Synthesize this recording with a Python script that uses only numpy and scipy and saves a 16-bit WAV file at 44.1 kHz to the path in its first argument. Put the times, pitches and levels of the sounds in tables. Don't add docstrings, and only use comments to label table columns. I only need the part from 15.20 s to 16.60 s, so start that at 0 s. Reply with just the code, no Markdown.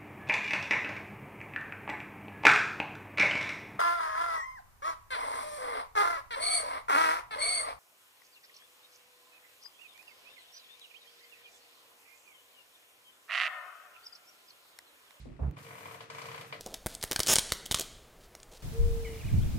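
import sys
import numpy as np
from scipy import signal
from scipy.fft import rfft, irfft, next_fast_len
from scipy.io import wavfile
from scipy.ndimage import uniform_filter1d

SR = 44100
rng = np.random.default_rng(int(sys.argv[2]) if len(sys.argv) > 2 else 0)


def digitize_waveform(pressure):
    field = np.atleast_2d(pressure).T
    bounded = np.clip(field, -1, 1)
    quanta = np.round(bounded * 32767).astype(np.int16)
    wavfile.write(sys.argv[1], SR, quanta)


N = 61739


def undb(db):
    return 10 ** (np.asarray(db) / 20)


def unit(x):
    return x / np.sqrt(np.mean(x ** 2))


def blow(x, db):
    return unit(x) * undb(db) / np.sqrt(N)


def pan(db):
    return undb(np.array([[db], [-db]]) / 2)


def curve(rows):
    t, db = np.array(rows).T
    return undb(np.interp(np.arange(N) / SR, t, db))


def fade(t60):
    return np.exp(-np.log(1000) * np.arange(N) / SR / t60)


def noise(likeness=0.):
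    mid, side = rng.standard_normal((2, N))
    c = np.clip(likeness, -1, 1)
    opposite = np.array([[1], [-1]])
    return (np.sqrt(1 + c) * mid + np.sqrt(1 - c) * side * opposite) / np.sqrt(2)


def colour(x, points):
    size = next_fast_len(N, True) * 2
    hz, db = np.array(points, float).T
    f = np.maximum(np.arange(size // 2 + 1) * SR / size, 1)
    gain = undb(np.interp(np.log(f), np.log(hz), db))
    cepstrum = irfft(np.log(gain))
    cepstrum[1:size // 2] *= 2
    response = np.exp(rfft(cepstrum[:size // 2], size))
    return irfft(rfft(x, size) * response)[..., :N]


def tilt(x, db_per_octave, low_hz, high_hz):
    swing = db_per_octave * np.log2(high_hz / low_hz) / 2
    return colour(x, [(low_hz, -swing), (high_hz, swing)])


def at(x, s):
    return np.pad(x, ((0, 0), (max(int(s * SR), 0), 0)))[:, :N]


def drift(rate_hz):
    return unit(uniform_filter1d(rng.standard_normal(N), size=int(SR / rate_hz)))


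def air():
    # f/Hz, level/dB
    air_colour = [(25, -30), (60, -12), (120, -0.5), (400, -7.5), (1500, -29), (3000, -40), (14000, -54)]
    return undb(-69) * unit(colour(noise(likeness=0.13), air_colour))


def rustle():
    # f/Hz, level/dB
    rustle_colour = [(500, -30), (1300, -30), (1800, -5), (4000, -0.5), (6000, -8), (9000, -10),
                     (15000, -31)]
    start_db, fade_db_per_s = -61.5, 141
    level = undb(start_db - fade_db_per_s * np.arange(N) / SR)
    return unit(colour(noise(likeness=0.11), rustle_colour)) * level


def tick():
    # f/Hz, level/dB
    tick_colour = [(500, -3), (2500, 8), (7000, -5), (10000, -18), (15000, -6.5)]
    start_s, t60_s, level_db = .3115, 0.001, -37.5
    burst = colour(noise(likeness=0.76) * fade(t60_s), tick_colour)
    return at(blow(burst, level_db), start_s)


def rumble():
    # f/Hz, level/dB
    rumble_colour = [(30, -45), (70, -31), (92, -6), (104, 0), (118, -4), (136, 2.5), (155, -2.5),
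                     (185, -7.5), (245, -19), (290, -9), (390, -21), (900, -67.5)]
    # t/s, level/dB
    rumble_level = [(0, -62.5), (.27, -53), (.32, -46), (.38, -55.5), (.46, -57), (.65, -57), (.88, -61),
                    (1.03, -56.5), (1.3, -58.5), (1.4, -54)]
    return unit(colour(noise(likeness=1.0), rumble_colour)) * curve(rumble_level) * pan(db=-4.0)


def shudders():
    # start t/s, attack t/s, hold t/s, release t/s, f/Hz at full swell, level/dB
    shudder_rows = [(-.02, 0.014, 0.051, 0.066, 59.3, -45.5), (0.076, 0.036, 0.038, 0.027, 54.3, -50),
                    (.187, 0.0397, 0.0437, 0.048, 70.44, -27.5)]
    # multiple of its pitch, level/dB
    partials = [(1, 0), (1.45, -14.5), (2, -11.5), (2.45, -17.5), (3.25, -22.5)]
    # f/Hz, level/dB
    rough_colour = [(32, -26), (46, -6), (60, -11.5), (100, 0.5), (150, -0.5), (220, -11), (330, -24.5),
                    (600, -61)]
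    sag, wander_depth = 0.316, 0.0083
    rough_db, pan_db = -15, -4.5
    t, out = np.arange(N) / SR, 0
    for start, attack, hold, release, hz, db in shudder_rows:
        rise = (t - start) / attack
        fall = 1 - (t - start - attack - hold) / release
        swell = np.clip(np.minimum(rise, fall), 0, 1)
        wander = unit(uniform_filter1d(rng.standard_normal(N), size=1300))
        pitch = hz * (1 - sag * (1 - swell) + wander_depth * wander)
        phase = 2 * np.pi * np.cumsum(pitch * (t > start)) / SR
        tone = sum(undb(partial_db) * np.sin(multiple * phase) for multiple, partial_db in partials)
        rough = undb(rough_db) * unit(colour(noise(likeness=0.85), rough_colour))
        out = out + undb(db) * np.sin(swell * np.pi / 2) ** 2 * (tone + rough)
    return out * pan(pan_db)


def bumps():
    # t/s, level/dB, t60/s, brightness/dB per octave
    bump_rows = [(0.054, -11, 0.42, -10), (.192, -12.5, 0.48, -1.5), (.228, -14, 0.28, 1.5)]
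    # f/Hz, level/dB
    bump_colour = [(40, 2), (130, -11.5), (230, 3), (400, 1.5), (750, 0), (1300, -10), (2200, -26),
                   (4000, -51.5), (12000, -55)]
    out = 0
    for s, db, t60, bright in bump_rows:
        thud = colour(noise(likeness=0.11) * fade(t60), bump_colour)
        thud = tilt(thud, bright, low_hz=192, high_hz=1780)
        out = out + at(blow(thud, db), s)
    return out


def sing():
    # t/s, level/dB
    sing_level = [(.355, -99), (.385, -68), (.43, -70.5), (.47, -60), (.54, -60.5), (.58, -66),
                  (.72, -63.5), (.82, -64.5), (.885, -73), (.92, -61), (1.04, -59), (1.24, -59),
                  (1.29, -69), (1.35, -61.5), (1.4, -67)]
    pitch_hz, wander_depth, change_hz = 458, 0.0076, 25.4
    flicker_db, pan_db = 2, -0.5
    pitch = pitch_hz * (1 + wander_depth * drift(change_hz))
    tone = unit(np.sin(2 * np.pi * np.cumsum(pitch) / SR))
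    flicker = undb(flicker_db * drift(change_hz))
    return tone * curve(sing_level) * flicker * pan(pan_db)


def friction(spectrum):
    grit_per_s, scatter_db, grit_db = 700, 4, -5
    strength = undb(scatter_db * np.minimum(rng.exponential(size=N), 4))
    specks = (rng.random(N) < grit_per_s / SR) * strength
    grain = noise() * fade(0.0078)
    grit = signal.fftconvolve(specks[None], grain, axes=1)[:, :N]
    return unit(colour(noise() + undb(grit_db) * unit(grit), spectrum))


def scrape():
    # f/Hz, level/dB
    scrape_colour = [(100, -19.5), (300, -7), (390, -8), (460, 3), (620, -1.5), (770, 0), (1200, 4),
                     (1800, -1.5), (2400, 0), (3500, -8), (6000, -16), (9500, -20.5), (16000, -33)]
    # t/s, level/dB
    slide_level = [(.361, -66), (.369, -53.5), (.43, -57), (.5, -58), (.66, -52), (.755, -53.5),
                   (.795, -54.5), (.825, -52), (.885, -59.5), (.93, -51.5), (.99, -49.5), (1.21, -49),
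                   (1.25, -51.5), (1.28, -55.5), (1.32, -56), (1.35, -52.5), (1.4, -55)]
    # f/Hz, level/dB
    hiss_colour = [(1500, -12), (3500, -0.5), (6000, 2), (9500, 3), (11500, -1), (13500, 4.5), (14600, -4),
                   (16000, -3.5)]
    # t/s, level/dB
    hiss_level = [(.35, -110), (.382, -63), (.52, -59.5), (.75, -60.5), (.80, -68.5), (.825, -65),
                  (.885, -84), (.94, -66), (.99, -62), (1.22, -61), (1.25, -67.5), (1.28, -61.5),
                  (1.32, -66), (1.4, -74)]
    flicker_db, flicker_hz = 1, 29.2
    flicker = undb(flicker_db * drift(flicker_hz))
    hiss = friction(hiss_colour) * curve(hiss_level) * flicker * pan(db=5.5)
    woody = friction(scrape_colour) * curve(slide_level) * pan(db=3)
    return woody + hiss


def modes(table, db):
    ear_lag_s = .0004
    t, ring = np.arange(N) / SR, 0
    for (hz, mode_db, t60, side, arrival), lag in zip(table, rng.uniform(-1, 1, len(table))):
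        ears = t + ear_lag_s * lag * np.array([[1], [-1]]) / 2
        onset = 1 - fade(0.0023)
        tone = np.sin(2 * np.pi * hz * ears) * fade(t60) * onset
        ring = ring + at(undb(mode_db) * pan(side) * tone, arrival)
    return blow(ring, db)


def knock():
    # f/Hz, level/dB
    clack_colour = [(150, -35), (370, -23), (470, 1), (680, 0), (780, -4), (1020, 1), (1350, 0),
                    (1750, -1.5), (2300, 0.5), (2700, -11), (3200, -4.5), (4500, -9.5), (7000, -17.5),
                    (10000, -23), (15000, -44)]
    # f/Hz, level/dB, t60/s, left-right/dB, arrival t/s
    foot_modes = [(985, 2.5, .026, 2, .001), (1130, -5, .025, 1, .001), (620, -5.5, .035, 3, .009),
                  (1310, -4.5, .028, 0, .005), (1800, -4, .025, 3, .0005), (2080, -1, .026, 4, .0005),
                  (2340, -.5, .024, 4, .006), (3010, -3, .024, 2, .001), (4480, -7.5, .018, 2, .004)]
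    # f/Hz, level/dB, t60/s, left-right/dB, arrival t/s
    panel_modes = [(457, -5, .3, 3, .002), (523, -4, .25, 3, .002), (554, -7, .25, 2, .009),
                   (608, -7.5, .3, 2, .009), (705, -5, .3, 4, .009), (925, -4, .2, 0, 0),
                   (976, -1, .25, 2, 0), (1033, -3, .25, 2, 0), (1110, -5, .25, 2, 0),
                   (1297, -6, .25, 2, .006), (1600, -8, .15, 3, .006), (2018, -1, .25, 6, 0),
                   (2078, -5, .25, 4, 0), (2935, -6, .2, 4, 0), (4474, -15, .15, 2, .004)]
    clack_db, room_db, foot_db, panel_db = 10.5, 11.8, 15, 12.5
    clack_t60_s, room_t60_s, room_treble_t60_s = 0.12, 0.25, 0.52
    clack = blow(colour(noise() * fade(clack_t60_s), clack_colour), clack_db)
    lows = colour(noise() * fade(room_t60_s), [(2000, -1.0), (5000, -5)])
    highs = colour(noise() * fade(room_treble_t60_s), [(2000, -15), (5000, -4)])
    room = blow(colour(lows + highs, clack_colour), room_db)
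    return (clack + room) * pan(db=1.5) + modes(foot_modes, foot_db) + modes(panel_modes, panel_db)


def jerks():
    # t/s, level/dB relative to the knock, treble/dB per octave
    jerk_rows = [(0.368, -40.5, -7), (0.386, -45, 0.5), (0.428, -51.5, 9), (0.447, -42.5, 1),
                 (0.466, -39, -5), (0.486, -42, -1.5), (0.507, -37, -14), (0.528, -39.5, -9),
                 (0.553, -39.5, -15), (0.582, -40.5, -3), (0.607, -39.5, -4.5), (0.631, -39.5, -8),
                 (0.656, -37, -4), (0.683, -38.5, -6), (0.71, -37.5, -1.5), (0.745, -37.5, -2),
                 (0.806, -36.5, 3), (0.83, -49.5, -1), (0.9, -34, 3), (0.948, -37, 4), (0.983, -36, 3.5),
                 (1.017, -34.5, 4.5), (1.055, -34.5, 3), (1.086, -36.5, 2), (1.115, -36, 2),
                 (1.144, -33.5, 0), (1.178, -35, 3.5), (1.211, -34, 1), (1.325, -30.5, -0.5),
                 (1.343, -38.5, -2.5)]
    scatter_db = 2.5
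    treble_from_hz, treble_to_hz = 2300, 7000
    bands = np.geomspace(400, 6400, 9)
    octaves = np.log2(np.clip(bands, treble_from_hz, treble_to_hz) / treble_from_hz)
    chances = rng.standard_normal((len(jerk_rows), len(bands)))
    ring, out = knock(), 0
    for (s, db, treble), chance in zip(jerk_rows, chances):
        band_db = scatter_db * chance + treble * octaves
        spot = colour(ring, np.column_stack([bands, band_db]))
        out = out + undb(db) * at(spot, s)
    return out


def scene():
    background = air() + rustle() + tick()
    case = rumble() + shudders() + bumps()
    return background + case + sing() + scrape() + jerks()


def record(dry):
    high_pass = signal.butter(4, 32, "high", fs=SR, output="sos")
    low_pass = signal.ellip(8, .2, 70, 15400, fs=SR, output="sos")
    return signal.sosfilt(low_pass, signal.sosfilt(high_pass, dry))


dry = scene()
out = record(dry)
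digitize_waveform(out)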